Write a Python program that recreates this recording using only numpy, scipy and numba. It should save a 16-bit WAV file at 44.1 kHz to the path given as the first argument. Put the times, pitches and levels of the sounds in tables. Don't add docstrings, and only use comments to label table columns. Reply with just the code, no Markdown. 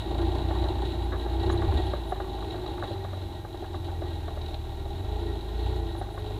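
import sys
import numpy as np
from scipy import signal
from scipy.fft import rfft, irfft
from scipy.io import wavfile
from scipy.ndimage import uniform_filter1d
from numba import njit

SR = 44100
rng = np.random.default_rng(int(sys.argv[2]) if len(sys.argv) > 2 else 0)


def transcribe(u):
    v = np.clip(np.atleast_2d(u).T, -1, 1)
    q = np.round(v * 32767).astype(np.int16)
    wavfile.write(sys.argv[1], SR, q)


def attenuation_scalar(level_db):
    decades = np.asarray(level_db, float) / 20
    return 10 ** decades


N = 281799

# pitch in Hz, level in dB below the leading mode.
MOUNT_MODES = [(370, -3.5), (590, -7), (735, -7), (1150, -6), (1300, -14), (1450, -11.5), (1650, -12),
               (1820, -17), (2050, -20)]
# start in s, high modes in dB, low modes in dB, low pitch in Hz.
BUMPS = [(.1516, -38, -34, 710), (.203, -37, -34, 866), (.5103, -31, -27, 827), (.6403, -37.5, -29.5, 603),
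         (1.1224, -28, -39, 623), (1.262, -37, -30, 820), (1.4985, -24.5, -28, 880),
         (1.6206, -27, -33, 589), (1.722, -33, -40, 870), (1.8003, -42, -31, 774),
         (1.9361, -30, -28.5, 589), (2.1226, -30, -23.5, 700), (2.2027, -30, -30, 614),
         (2.544, -42, -32, 766), (2.7797, -36.5, -52, 810), (2.8247, -28, -35, 735),
         (2.9103, -45, -33, 576), (3.048, -37, -36, 640), (3.1335, -38, -37, 616), (3.4485, -39, -35, 785),
         (3.6248, -48, -32, 724), (3.7445, -33, -34, 750), (3.8863, -42, -34.5, 830),
         (4.0212, -37, -31.5, 650), (4.2817, -36.5, -35, 720), (4.374, -39, -35.5, 620),
         (5.9507, -41, -35, 825), (6.0145, -36, -30, 735), (6.178, -33, -33, 704),
         (6.3068, -47, -38.5, 600)]


def level(x, db):
    return x * attenuation_scalar(db) / np.sqrt(np.mean(x ** 2))


def curves(table):
    s, *columns = np.transpose(table)
    return [np.interp(np.arange(N) / SR, s, c) for c in columns]


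@njit
def svf(x, hz, width):
    y, band, low = np.empty(len(x)), 0., 0.
    g, damping = np.tan(np.pi * hz / SR), width / hz
    for i in range(len(x)):
        v = (band + g * (x[i] - low)) / (1 + g * (g + damping))
        band = 2 * v - band
        low += 2 * g * v
        y[i] = damping * v
    return y


def resonance(x, hz, width):
    return svf(svf(x, float(hz), float(width)), float(hz), float(width))


def ring(x, modes):
    out = np.zeros(len(x))
    for k, (hz, width, db) in enumerate(modes):
        out += (-1) ** k * level(resonance(x, hz, 1.53 * width), db)
    return level(out, 0)


def coloured(points):
    hz, db = np.transpose(points)
    log_hz = np.log(np.arange(N // 2 + 1) * SR / N + 1)
    spectrum = rfft(rng.standard_normal(N)) * attenuation_scalar(np.interp(log_hz, np.log(hz), db))
    return level(irfft(spectrum, N), 0)


def walk(rate):
    hold = int(SR / rate)
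    steps = np.repeat(rng.standard_normal(N // hold + 1), hold)
    return 1.268 * uniform_filter1d(uniform_filter1d(steps, hold), hold)[:N]


def burst(start, rise, fall):
    i = int(start * SR)
    fall = max(fall, .001)
    t = np.arange(min(int(8 * fall * SR), N - i)) / SR
    return i, np.minimum(t / max(rise, .0002), 1) * np.exp(-t / fall)


def hiss():
    # pitch in Hz, level in dB per Hz.
    hiss_spectrum = [(2500, -34), (4800, -1), (6500, -2), (9000, -5), (12000, -2), (15000, -6.5),
                     (15300, -7), (15700, -19)]
    return coloured(hiss_spectrum) * attenuation_scalar(-64.5)


def orders(hz, firing_db):
    # pitch in Hz, level in dB.
    frame_response = [(37, -33), (42, -38.5), (46.5, -40), (52, -33), (60, -28), (76, -37.5), (94, -35),
                      (118, -52)]
    # start in s, end in s, change of piston shake in dB.
    slack_spans = [
        (1.95, 2.754, -5),
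        (3.28, 3.72, -9.5),
    ]
    frame_hz, frame_db = np.transpose(frame_response)

    def frame(f):
        return np.interp(np.log(f), np.log(frame_hz), frame_db)

    t = np.arange(N) / SR
    slack_db = np.zeros(N)
    for start, end, db in slack_spans:
        slack_db += db * np.clip(np.minimum(t - start, end - t) / 0.09 + .5, 0, 1)
    load = firing_db + 42
    crank_db = frame(2 * hz) + 0.28 * load
    third_db = -31.5 + 0.72 * load + 0.4 * (frame(3 * hz) + 35)
    piston_db = frame(4 * hz) + slack_db
    return [firing_db, crank_db, third_db, piston_db]


def thrum(hz, cycles, order_db):
    # multiple of the firing rate, level in dB below piston shake.
    upper_orders = [(5, -16.5), (6, -10), (7, -18), (8, -16)]
    firing_db, _, _, piston_db = order_db
    order_db = list(order_db)
    for k, db in upper_orders:
        muffled_db = piston_db + db - 0.59 * np.maximum(k * hz - 120, 0)
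        order_db.append(np.maximum(muffled_db, firing_db - 16))
    lag = [0.237 * k * (k - 1) for k in range(len(order_db))]
    lag[2] = lag[2] * np.tanh((firing_db + 53) / 3)
    slip, wobble_db = .06, .9
    out = np.zeros(N)
    for k, db in enumerate(order_db):
        size = attenuation_scalar(db + 0.43 + wobble_db * walk(14))
        out += size * np.cos(2 * np.pi * (k + 1) * cycles - lag[k] + slip * walk(14))
    return -np.sqrt(2) * out


def strokes(cycles, idle_db, scatter_db):
    turn = np.floor(2 * cycles).astype(int)
    scatter = scatter_db * rng.standard_normal(turn[-1] + 1)[turn]
    size = attenuation_scalar(scatter + np.minimum(idle_db - 0.5, 0) * (turn % 2))
    decay_turns = .7
    blows = level(np.diff(turn, prepend=0) * size, 0)
    return blows, size * np.exp(-(2 * cycles - turn) / decay_turns)


def shaken(cycles, firing_db, rattle_db):
    # pitch in Hz, width in Hz, level in dB.
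    rack_modes = [(223, 10, -20), (292.7, 52, -4.5), (317, 22, -3.5), (336, 15, -0.5), (366, 17, -3),
                  (392, 20.3, -3.5), (426, 6.4, -14), (452, 20, -9)]
    panel_modes = [(538, 18, -21.5), (594, 69, -6.5), (653, 42, -4), (735, 57, -7.5), (805, 53, 5),
                   (827.4, 70, 0), (869, 22, -4), (924, 52, -7.5), (1033, 43, -12), (1136, 50, -14.5)]
    case_modes = [(1378, 64, -11.5), (1488, 27, -16), (1600, 25, -14), (1834, 29, -14.5), (1895, 21, -12),
                  (1926, 40, -20), (2168, 37, -19), (2867, 420, -7), (3339, 195, -10), (3863, 297, 1),
                  (4490, 170, -21), (7100, 1360, -18.5), (10300, 1900, -22.5), (14800, 900, -27)]
    # pitch in Hz, level in dB per Hz.
    rumble_spectrum = [(25, -18), (60, 1.5), (110, -0.5), (160, -9), (500, -21.5), (1200, -29.5),
                       (2500, -32), (5000, -98)]
    rack_db = -41 + 1.05 * (rattle_db + 44)
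    case_db = -51 + 0.8963 * (rattle_db + 44)
    idle_db = -0.43 * (firing_db + 60.5)
    blows, gate = strokes(cycles, idle_db, scatter_db=2.5)
    chatter = [level((gate + steady) * rng.standard_normal(N), 0) for steady in (.8, .8, .7)]
    rack = ring(.9 * blows + chatter[0], rack_modes) * attenuation_scalar(rack_db - 1.5 + 1.4 * walk(9))
    panel = ring(.6 * blows + chatter[1], panel_modes) * attenuation_scalar(rattle_db - 1.05 + 0.71 * walk(12))
    case = ring(0.061 * blows + chatter[2], case_modes)
    case *= attenuation_scalar(case_db - 0.1 + 1.2 * walk(20) + 0.58 * walk(45))
    patchy_db = .8
    ground = coloured(rumble_spectrum) * attenuation_scalar(0.71 * (rattle_db + 45.0) - 41.5 + patchy_db * walk(4.92))
    return rack + panel + case + ground


def singing(cycles):
    # start in s, end in s, first pitch in Hz, last pitch in Hz, level in dB.
    bar_tones = [(0.035, 0.44, 330, 343.8, -36.5), (0.41, 0.698, 334, 322.7, -38),
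                 (0.693, 1.295, 338, 327, -45), (1.306, 1.655, 327.5, 349.6, -35.5),
                 (1.662, 1.947, 373, 366, -45.5), (1.897, 2.075, 338.7, 343, -41.5),
                 (2.128, 2.405, 385, 377, -45.5), (2.378, 2.917, 375.4, 348, -41.5),
                 (2.854, 3.106, 392, 378, -45.5), (3.508, 3.896, 348, 339.6, -48.5),
                 (4.252, 4.503, 428, 426, -50.5), (4.722, 5.077, 392, 395, -48),
                 (5.079, 5.426, 422, 426, -42.5), (5.077, 5.396, 336, 342, -45),
                 (5.481, 5.915, 426, 434.6, -42.5), (5.601, 6.038, 336, 336, -44.5),
                 (6.102, 6.39, 420, 426, -44.5), (5.056, 5.497, 1353, 1396, -66),
                 (5.2, 5.945, 1912, 1900, -64)]
    out, waver, swell = np.zeros(N), walk(30), walk(16)
    throb = 3 * np.cos(2 * np.pi * cycles)
    for start, end, first_hz, last_hz, db in bar_tones:
        a, b = int(start * SR), min(int(end * SR), N)
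        hz = np.linspace(first_hz, last_hz, b - a) * (1 + 0.0036 * waver[a:b])
        loudness = attenuation_scalar(db - 0.5 + 1.7 * swell[a:b] + throb[a:b]) * np.hanning(b - a) ** 0.2
        out[a:b] += np.sqrt(2) * loudness * np.sin(2 * np.pi * np.cumsum(hz) / SR)
    return out


def knocks():
    # start in s, high modes in dB, low modes in dB, low pitch in Hz.
    taps = [
        (.078, -43, -39, 740),
        (.7924, -39, -45, 740),
        (1.5454, -39, -36, 820),
        (2.3858, -38, -51, 805),
        (2.4254, -37, -46, 810),
        (2.663, -40, -38, 743),
        (3.5454, -42, -37.5, 780),
        (4.5467, -46, -42, 620),
        (4.8598, -48, -41, 692),
        (6.0893, -44, -40, 614),
    ]
    out, t = np.zeros(N), np.arange(int(.06 * SR)) / SR
    rise, tail, ring_s = .006, 1.15, .16
    bumps = BUMPS + taps
    chance = rng.standard_normal((len(bumps), len(MOUNT_MODES) + 2, 3))
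    swell = np.sin(np.pi / 2 * np.minimum(t / rise, 1)) ** 2
    for (s, high_db, low_db, low_hz), own in zip(bumps, chance):
        modes = [(low_hz, low_db), (1108, high_db - 11.0)]
        modes += [(hz, db + (low_db if hz < 950 else high_db)) for hz, db in MOUNT_MODES]
        i = int((s - .004) * SR)
        for (hz, db), (detune, loud, turn) in zip(modes, own):
            shape = swell * np.exp(-(np.maximum(t - rise, 0) * hz ** .5 / ring_s) ** tail)
            tone = np.sin(2 * np.pi * hz * (1 + .03 * detune) * t + 3 * turn)
            out[i:i + len(t)] += attenuation_scalar(db + 1.2 * loud) * shape * tone
    return out


def after_rattle():
    gate = np.zeros(N)
    for s, high_db, low_db, _ in BUMPS:
        i, shape = burst(s, rise=0.0091, fall=0.037)
        gate[i:i + len(shape)] += shape * attenuation_scalar(max(high_db, low_db) - 15.5)
    loose = ring(rng.standard_normal(N), [(hz, 160, db) for hz, db in MOUNT_MODES])
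    return loose * gate * attenuation_scalar(4.7 * walk(90))


def lurches():
    # start in s, peak in dB.
    thuds = [
        (0.561, -28),
        (1.681, -10.5),
        (1.75, -12),
        (2.47, -21.5),
        (2.631, -29),
        (6.262, -28),
    ]
    out, t = np.zeros(N), np.arange(int(.12 * SR)) / SR
    thud = (t / 0.017) * np.exp(1 - t / 0.0097) * np.sin(2 * np.pi * 72 * t)
    for s, db in thuds:
        i = int(s * SR)
        out[i:i + len(t)] -= attenuation_scalar(db) * thud
    return out


def mud():
    # start in s, peak in dB.
    splats = [(0.641, -24), (1.502, -24.5), (1.5755, -22.5), (2.4299, -39), (2.508, -25), (2.6626, -24.5),
              (2.9321, -25.5), (4.415, -25), (4.4617, -24), (4.543, -22), (6.1923, -33)]
    # pitch in Hz, width in Hz, level in dB.
    spatter_modes = [(2300, 1200, -9), (3040, 760, -2), (3940, 240, 8), (5600, 1600, -16)]
    spray = np.zeros(N)
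    for s, db in splats:
        i, shape = burst(s - .002, rise=.003, fall=.006)
        spray[i:i + len(shape)] += shape * attenuation_scalar(db - 12.0)
    return ring(rng.standard_normal(N), spatter_modes) * spray


def squeaks():
    # start in s, peak in dB, pitch in Hz, length in s.
    slips = [(1.034, -62, 10300, .02), (1.176, -63, 9950, .02), (1.508, -53.5, 6730, 0.028),
             (1.511, -56, 10050, .04), (1.734, -67, 10300, .015), (1.856, -61, 10100, 0.022),
             (2.07, -59, 9960, .05), (2.11, -66, 10600, 0.018), (5.972, -55.5, 9860, .035),
             (6.118, -65, 10150, .04), (6.192, -59, 11000, .012)]
    # pitch ratio, level in dB.
    side_bands = [(1, 0.5), (.93, -7.5), (1.08, -7), (1.3, -11)]
    out = np.zeros(N)
    for s, db, hz, length in slips:
        i, n = int(s * SR), int(length * SR)
        for ratio, side_db in side_bands:
            whistle = level(resonance(rng.standard_normal(n), ratio * hz, 500), db - 3.0 + side_db)
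            out[i:i + n] += whistle * np.hanning(n) ** 0.3
    return out


def scene():
    # time in s, firing rate in Hz.
    engine_speed = [(0, 27), (.28, 29.6), (.56, 30.2), (1.24, 28.8), (1.58, 32.8), (1.86, 31.2), (2.1, 27),
                    (2.45, 26.6), (3.3, 22.3), (3.65, 22.2), (4.45, 19.4), (4.9, 18.5), (5.15, 28.3),
                    (5.3, 28.4), (5.46, 26), (5.7, 30.8), (5.98, 25), (6.39, 24.8)]
    # time in s, firing strength in dB, shaking from throttle and ruts in dB.
    effort = [(0, -64, -39.5), (.2, -45, -38.5), (.55, -48, -37), (.9, -52, -39.5), (1.25, -54, -41),
              (1.5, -40, -35.5), (1.8, -43, -36), (2.05, -60.5, -44), (2.25, -61, -43), (2.7, -78, -42.5),
              (3.5, -69, -47.5), (3.85, -64.5, -45.5), (4.85, -64, -47), (5.18, -45, -42),
              (5.45, -55, -44.5), (5.7, -43.5, -40), (5.96, -58, -46), (6.39, -55.5, -44)]
    hz, = curves(engine_speed)
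    firing_db, shake_db = curves(effort)
    unevenness = .002
    cycles = np.cumsum(hz * (1 + unevenness * walk(25))) / SR
    engine = thrum(hz, cycles, orders(hz, firing_db))
    engine += shaken(cycles, firing_db, shake_db) + singing(cycles)
    track = knocks() + after_rattle() + lurches() + mud() + squeaks()
    fade_out = np.minimum(np.arange(N, 0, -1) / (.002 * SR), 1)
    return ((engine + track) * fade_out)[None, :]


def top_cut(x):
    return signal.sosfilt(signal.butter(12, 15640, fs=SR, output="sos"), x)


def record(dry):
    offset = -.0016
    return top_cut(dry + hiss() + offset)


dry = scene()
out = record(dry)
transcribe(out)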